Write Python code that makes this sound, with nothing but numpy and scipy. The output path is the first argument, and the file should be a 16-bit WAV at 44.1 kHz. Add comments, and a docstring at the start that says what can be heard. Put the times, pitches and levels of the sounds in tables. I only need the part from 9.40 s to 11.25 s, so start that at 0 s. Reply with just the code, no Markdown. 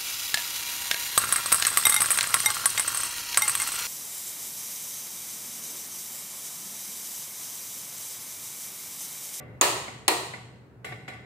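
"""Loosening a seized bolt

A long wrench is leaned on a seized motorcycle bolt in a hard-walled workshop. The bolt gives twice:
each sudden release is an impulse that rattles the machine, rings the frame and fills the room.
The loose socket and handle clack softly as the load shifts. Underneath lie a low hum and rumble,
a faint ring of the handle and two dull bumps."""
import sys
import numpy as np
from scipy import signal
from scipy.fft import rfft, irfft
from scipy.io import wavfile

SR = 44100
rng = np.random.default_rng(int(sys.argv[2]) if len(sys.argv) > 2 else 0)


def wav_out(sig):
    """Save sig, one row per channel (or a flat mono array), as 16-bit PCM at SR to the path in sys.argv[1]."""
    wavfile.write(sys.argv[1], SR, np.round(np.clip(np.atleast_2d(sig).T, -1, 1) * 32767).astype(np.int16))


N = 81585
TIME = np.arange(N) / SR
FREQS = np.maximum(np.arange(N + 1) * SR / (2 * N), 1)
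# left-right coherence of the diffuse field: f/Hz, correlation
COHERENCE = [(60, .88), (130, .8), (290, .8), (640, .62), (1410, .1), (3100, 0)]


def from_db(db):
    """Amplitude ratio of a level: 20 dB to a factor of ten."""
    return 10 ** (np.asarray(db) / 20)


def at_hz(points, hz):
    """Interpolation of (frequency, value) pairs on a logarithmic frequency axis."""
    f, v = np.transpose(points)
    return np.interp(np.log(hz), np.log(f), v)


def decay(t60):
    """Exponential damping: 60 dB in t60 seconds, down to -240 dB."""
    return from_db(-60 * np.minimum(TIME / t60, 4))


def filtered(x, response):
    """Convolution theorem: filtering multiplies the spectrum by a frequency response."""
    return irfft(rfft(x, 2 * N) * response)[..., :N]


def minimum_phase(db):
    """Causal response with the given levels, found by folding the cepstrum onto positive time."""
    cepstrum = irfft(np.log(from_db(db)))
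    cepstrum[1:N] *= 2
    cepstrum[N + 1:] = 0
    return np.exp(rfft(cepstrum))


def add(out, sound, t):
    """Superposition of a sound beginning at time t, which may be negative."""
    i = int(round(t * SR))
    out[:, max(i, 0):N + min(i, 0)] += sound[..., max(-i, 0):N - max(i, 0)]


def diffuse_spectrum():
    """White noise in a diffuse field: two microphones agree in the bass, but not in the treble."""
    mid, side = rfft(rng.standard_normal((2, 2 * N)))
    coherence = at_hz(COHERENCE, FREQS)
    return (np.sqrt(1 + coherence) * mid + np.sqrt(1 - coherence) * side * [[1], [-1]]) / np.sqrt(2)


def dense_decay(t60s, rise_s, bands=16):
    """Overlapping modes or echoes sum to noise; each band has unit gain and its own decay rate."""
    noise, out = diffuse_spectrum(), 0
    edges = np.r_[0, np.geomspace(200, SR / 2, bands)]
    for low, high in zip(edges, edges[1:]):
        envelope = (1 - np.exp(-TIME / rise_s)) * decay(at_hz(t60s, (low + high) / 2))
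        band = irfft(noise * ((FREQS >= low) & (FREQS < high)))[:, :N] * envelope
        energy = np.sum(band ** 2, axis=1, keepdims=True)
        out = out + band * np.sqrt(2 * (high - low) / SR / energy)
    return out


def mode(hz, db, t60):
    """A damped oscillator; lower coherence sets its phases at the two microphones further apart."""
    spread = np.arccos(at_hz(COHERENCE, hz)) / 2 * rng.choice([-1, 1])
    phase = rng.uniform(0, 2 * np.pi) + spread * np.array([[1], [-1]])
    return from_db(db) * decay(t60) * np.sin(2 * np.pi * hz * TIME + phase)


def rumble():
    """Workshop noise with its power concentrated in the bass and a slowly drifting level."""
    # noise spectrum: f/Hz, level/dB in a 1 Hz band before the drift
    density = [(25, -107), (40, -98), (60, -74.5), (100, -75), (170, -73.5), (260, -80.5), (450, -82),
               (750, -90.5), (1500, -95), (2300, -102), (3200, -112), (6000, -119), (15000, -121)]
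    # drift: t/s, relative level/dB
    drift = [(0, 3), (.35, 1), (.65, 0.5), (1, -1), (1.2, -1.5), (1.38, -2), (1.5, -1.5), (1.85, -1)]
    noise = irfft(diffuse_spectrum() * from_db(at_hz(density, FREQS)))[:, :N] * np.sqrt(SR / 2)
    return from_db(np.interp(TIME, *np.transpose(drift))) * noise


def hum(hz=122.7, db=-53.5, depth=0.9, waver_hz=7):
    """A low tone wavers under slow random modulation of amplitude and phase."""
    waver = irfft(rfft(rng.standard_normal((2, 2 * N))) / (1 + (FREQS / waver_hz) ** 2))[:, :N]
    swell, phase = depth * waver / waver.std()
    return from_db(db) * np.sqrt(2) * (1 + swell) * np.sin(2 * np.pi * hz * TIME + phase)


def bumps(hz=136, width_s=.007):
    """A low tone under a Gaussian envelope of a few cycles is heard as a dull thud."""
    # soft thuds: t/s, level/dB
    thuds = [(1.35, -50.5), (1.631, -40)]
    pulse = np.exp(-(TIME / width_s - 1) ** 2) * np.sin(2 * np.pi * hz * TIME)
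    out = np.zeros((2, N))
    for t, db in thuds:
        add(out, from_db(db) * pulse, t)
    return out


def workshop_response():
    """Reverberation: reflections from hard walls build up into a diffuse, decaying field."""
    # reverberation time: f/Hz, T60/s
    t60s = [(150, 0.55), (500, 0.79), (1200, 0.6848), (2500, 0.81), (4500, 0.7239), (8000, 0.66),
            (11000, 0.52), (15000, 0.45)]
    # reverberant spectrum: f/Hz, level/dB
    colour = [(100, 1), (350, 3), (1000, 4.5), (2000, 2), (4000, 2.5), (8000, 0), (15000, -0.5)]
    return filtered(dense_decay(t60s, rise_s=0.007), minimum_phase(at_hz(colour, FREQS)))


def handle_ring():
    """Free vibration of the handle, faint and fading from the start."""
    # handle modes: f/Hz
    modes_hz = [320, 515, 600, 1156, 1990, 2065, 2735]
    # their initial strengths: level/dB
    modes_db = [-52.5, -49, -49.5, -58.5, -58.5, -55.5, -61]
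    return sum(mode(hz, db, t60=.6) for hz, db in zip(modes_hz, modes_db))


def socket_clacks(room):
    """Impact excitation: as play is taken up, loose steel parts chatter and ring socket and handle."""
    # modes of socket and handle: f/Hz
    modes_hz = [260, 430, 600, 755, 1150, 1490, 1800, 2000, 2125, 2730, 3330, 3975, 5150, 7130, 7650, 8680,
                11200, 12400]
    # their resonance peaks: level/dB
    modes_db = [-1, 0.5, -0.5, 6.5, 1.5, 4, 1.5, 7.5, 5.5, 4.5, -7.5, 1.5, -11.5, -6.5, -6.5, -9, -5.5, -14]
    # their damping: T60/s
    modes_t60 = [.02, .03, .04, 0.06, 0.088, 0.046, .03, 0.045, 0.011, 0.18, 0.0077, .15, .04, .05, .03,
                 .015, .045, .05]
    # decay of the chatter: f/Hz, T60/s
    chatter_t60 = [(400, 0.087), (2000, 0.034), (8000, 0.1)]
    # contacts: t/s, level/dB, roll-off f/Hz, rise time/s, relative room level/dB
    clacks = [(-.06, -6.5, 1900, 0.0036, 4), (0.4789, 1, 2400, 0.0015, -6.5),
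              (0.9355, 2, 2566, 0.0019, -7.5), (1.4440, 2, 14000, 0.0022, -1),
              (1.5210, 1.5, 2660, 0.0021, -15), (1.678, 2, 6120, 0.0032, -3),
              (1.7340, -14.5, 14100, 0.00082, -14)]
    power = from_db(-24) ** 2  # broadband tick beneath the resonances
    for hz, db, t60 in zip(modes_hz, modes_db, modes_t60):
        detuning = np.pi * t60 / np.log(1000) * (FREQS - hz ** 2 / FREQS)
        power = power + from_db(db) ** 2 / (1 + detuning ** 2)
    out = np.zeros((2, N))
    for t, db, rolloff_hz, rise_s, room_db in clacks:
        contact_db = db - 10 * np.log10(1 + (FREQS / rolloff_hz) ** 3)
        response = minimum_phase(10 * np.log10(power) + contact_db)
        chatter = dense_decay(chatter_t60, rise_s, bands=5)
        add(out, filtered(chatter + from_db(room_db + 1) * room, response), t)
    return out


def frame_ring(crack):
    """Modal superposition: each crack excites the same modes of frame and wrench in a different mix."""
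    # modes of frame and wrench: f/Hz
    modes_hz = [319, 372, 472, 582, 710, 763, 909, 964, 1113, 1289, 1891, 2363, 2549, 2870, 4030, 4195,
                5298, 7600, 8425, 8660]
    # their initial strengths, a row per crack: level/dB
    modes_db = [
        [-37.5, -32, -42.5, -31, -40, -41, -37.5, -34, -32.5, -29, -37, -35.5, -40.5, -32, -53, -43, -39.5,
         -36.5, -45, -32.5],
        [-31, -32.5, -31, -39.5, -34.5, -30.5, -31, -35.5, -37.5, -46.5, -33, -35, -44.5, -51.5, -37, -36.5,
         -54.5, -43, -46, -54],
    ]
    # their damping: T60/s
    modes_t60 = [.45, 0.54, .55, 0.61, .6, 0.27, .55, 0.81, 0.79, 0.61, .65, .5, .45, .45, 0.57, 0.37, 0.65,
                 .25, .45, .45]
    return sum(mode(hz, db, t60) for hz, db, t60 in zip(modes_hz, modes_db[crack], modes_t60))


def thread_slips(response):
    """Stick-slip friction: the thread snaps free and catches again in brief bursts of noise."""
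    # slips: t/s, relative level/dB
    slips = [(.2122, -3.5), (0.212, -1.5), (0.215, -11.5), (0.6816, 0), (0.6853, -7.5), (0.6864, -8),
             (.6895, -8.5)]
    out = np.zeros((2, N))
    for t, db in slips:
        burst = irfft(diffuse_spectrum())[:, :N] * decay(t60=.006)
        burst /= np.sqrt(np.sum(burst ** 2) / 2)  # unit mean energy per channel
        add(out, from_db(db) * filtered(burst, response), t)
    return out


def bolt_cracks(room, direct_db=11.5, reverberant_db=14):
    """Impulse response: each release of the bolt is a sharp pulse that excites machine, frame and room."""
    # releases: t/s, relative level/dB, relative room level/dB, (unused), factor on the rattle's T60
    cracks = [(0.2118, 4.5, 3.5, -28, 0.81), (0.6798, 6, -0.5, -22.5, 0.96)]
    # damping of the machine's dense modes: f/Hz, T60/s
    rattle_t60 = [(300, 0.3), (900, 0.21), (2000, 0.15), (5000, 0.03), (15000, .028)]
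    # points of the crack spectrum: f/Hz
    spectrum_hz = [60, 200, 260, 320, 400, 500, 680, 850, 980, 1250, 1480, 1700, 1900, 2120, 2450, 3200,
                   3700, 4250, 5100, 6100, 6700, 7500, 8000, 8600, 9400, 10800, 12500, 13500, 14700, 15600,
                   17000]
    # spectrum at those points: level/dB
    spectrum_db = [-25.5, -17.5, -10, 0, 3, -2, 0.5, 1, 4, -0.5, -7, -5, 2, -3.5, -0.5, -3, -4, -2, -7, -8,
                   -5, -1, -5, -0.5, -6, -7.5, -12.5, -13, -13.5, -13.5, -17]
    # emphasised resonances, a row per crack: f/Hz
    peaks_hz = [(1700, 6630, 15550), (820, 1950, 4150)]
    # their boosts, a row per crack: level/dB
    peaks_db = [(11, 17, 5), (5, 4.6, 10)]
    relative_width, room_share = 0.027, .35  # half-width of a boost; share of it that reaches the room
    colour_db = np.interp(np.log(FREQS), np.log(spectrum_hz), spectrum_db)
    out = np.zeros((2, N))
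    for crack, (t, db, room_db, _, stretch) in enumerate(cracks):
        boost_db = sum(peak_db / (1 + (np.log(FREQS / hz) / relative_width) ** 2)
                       for hz, peak_db in zip(peaks_hz[crack], peaks_db[crack]))
        vibration = dense_decay([(hz, t60 * stretch) for hz, t60 in rattle_t60], rise_s=0.0001)
        rattle = from_db(direct_db + db) * filtered(vibration, minimum_phase(colour_db + boost_db))
        echoes = filtered(room, minimum_phase(colour_db + room_share * boost_db))
        add(out, rattle + from_db(reverberant_db + room_db) * echoes + frame_ring(crack), t)
    return out + from_db(direct_db) * thread_slips(minimum_phase(colour_db))


def scene():
    """Linear superposition of all sources; cracks and clacks share one reverberant room."""
    room = workshop_response()
    return bolt_cracks(room) + socket_clacks(room) + handle_ring() + bumps() + rumble() + hum()


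def record(dry, low_cut_hz=48, high_cut_hz=15750, ceiling=.85):
    """Band limiting and saturation: the microphones lose deep bass, round the peaks and cut the top."""
    highpass = signal.butter(2, low_cut_hz, "high", fs=SR, output="sos")
    lowpass = signal.ellip(12, .2, 80, high_cut_hz, fs=SR, output="sos")
    rounded = ceiling * np.tanh(signal.sosfilt(highpass, dry) / ceiling)
    return signal.sosfilt(lowpass, rounded)


dry = scene()
out = record(dry)
wav_out(out)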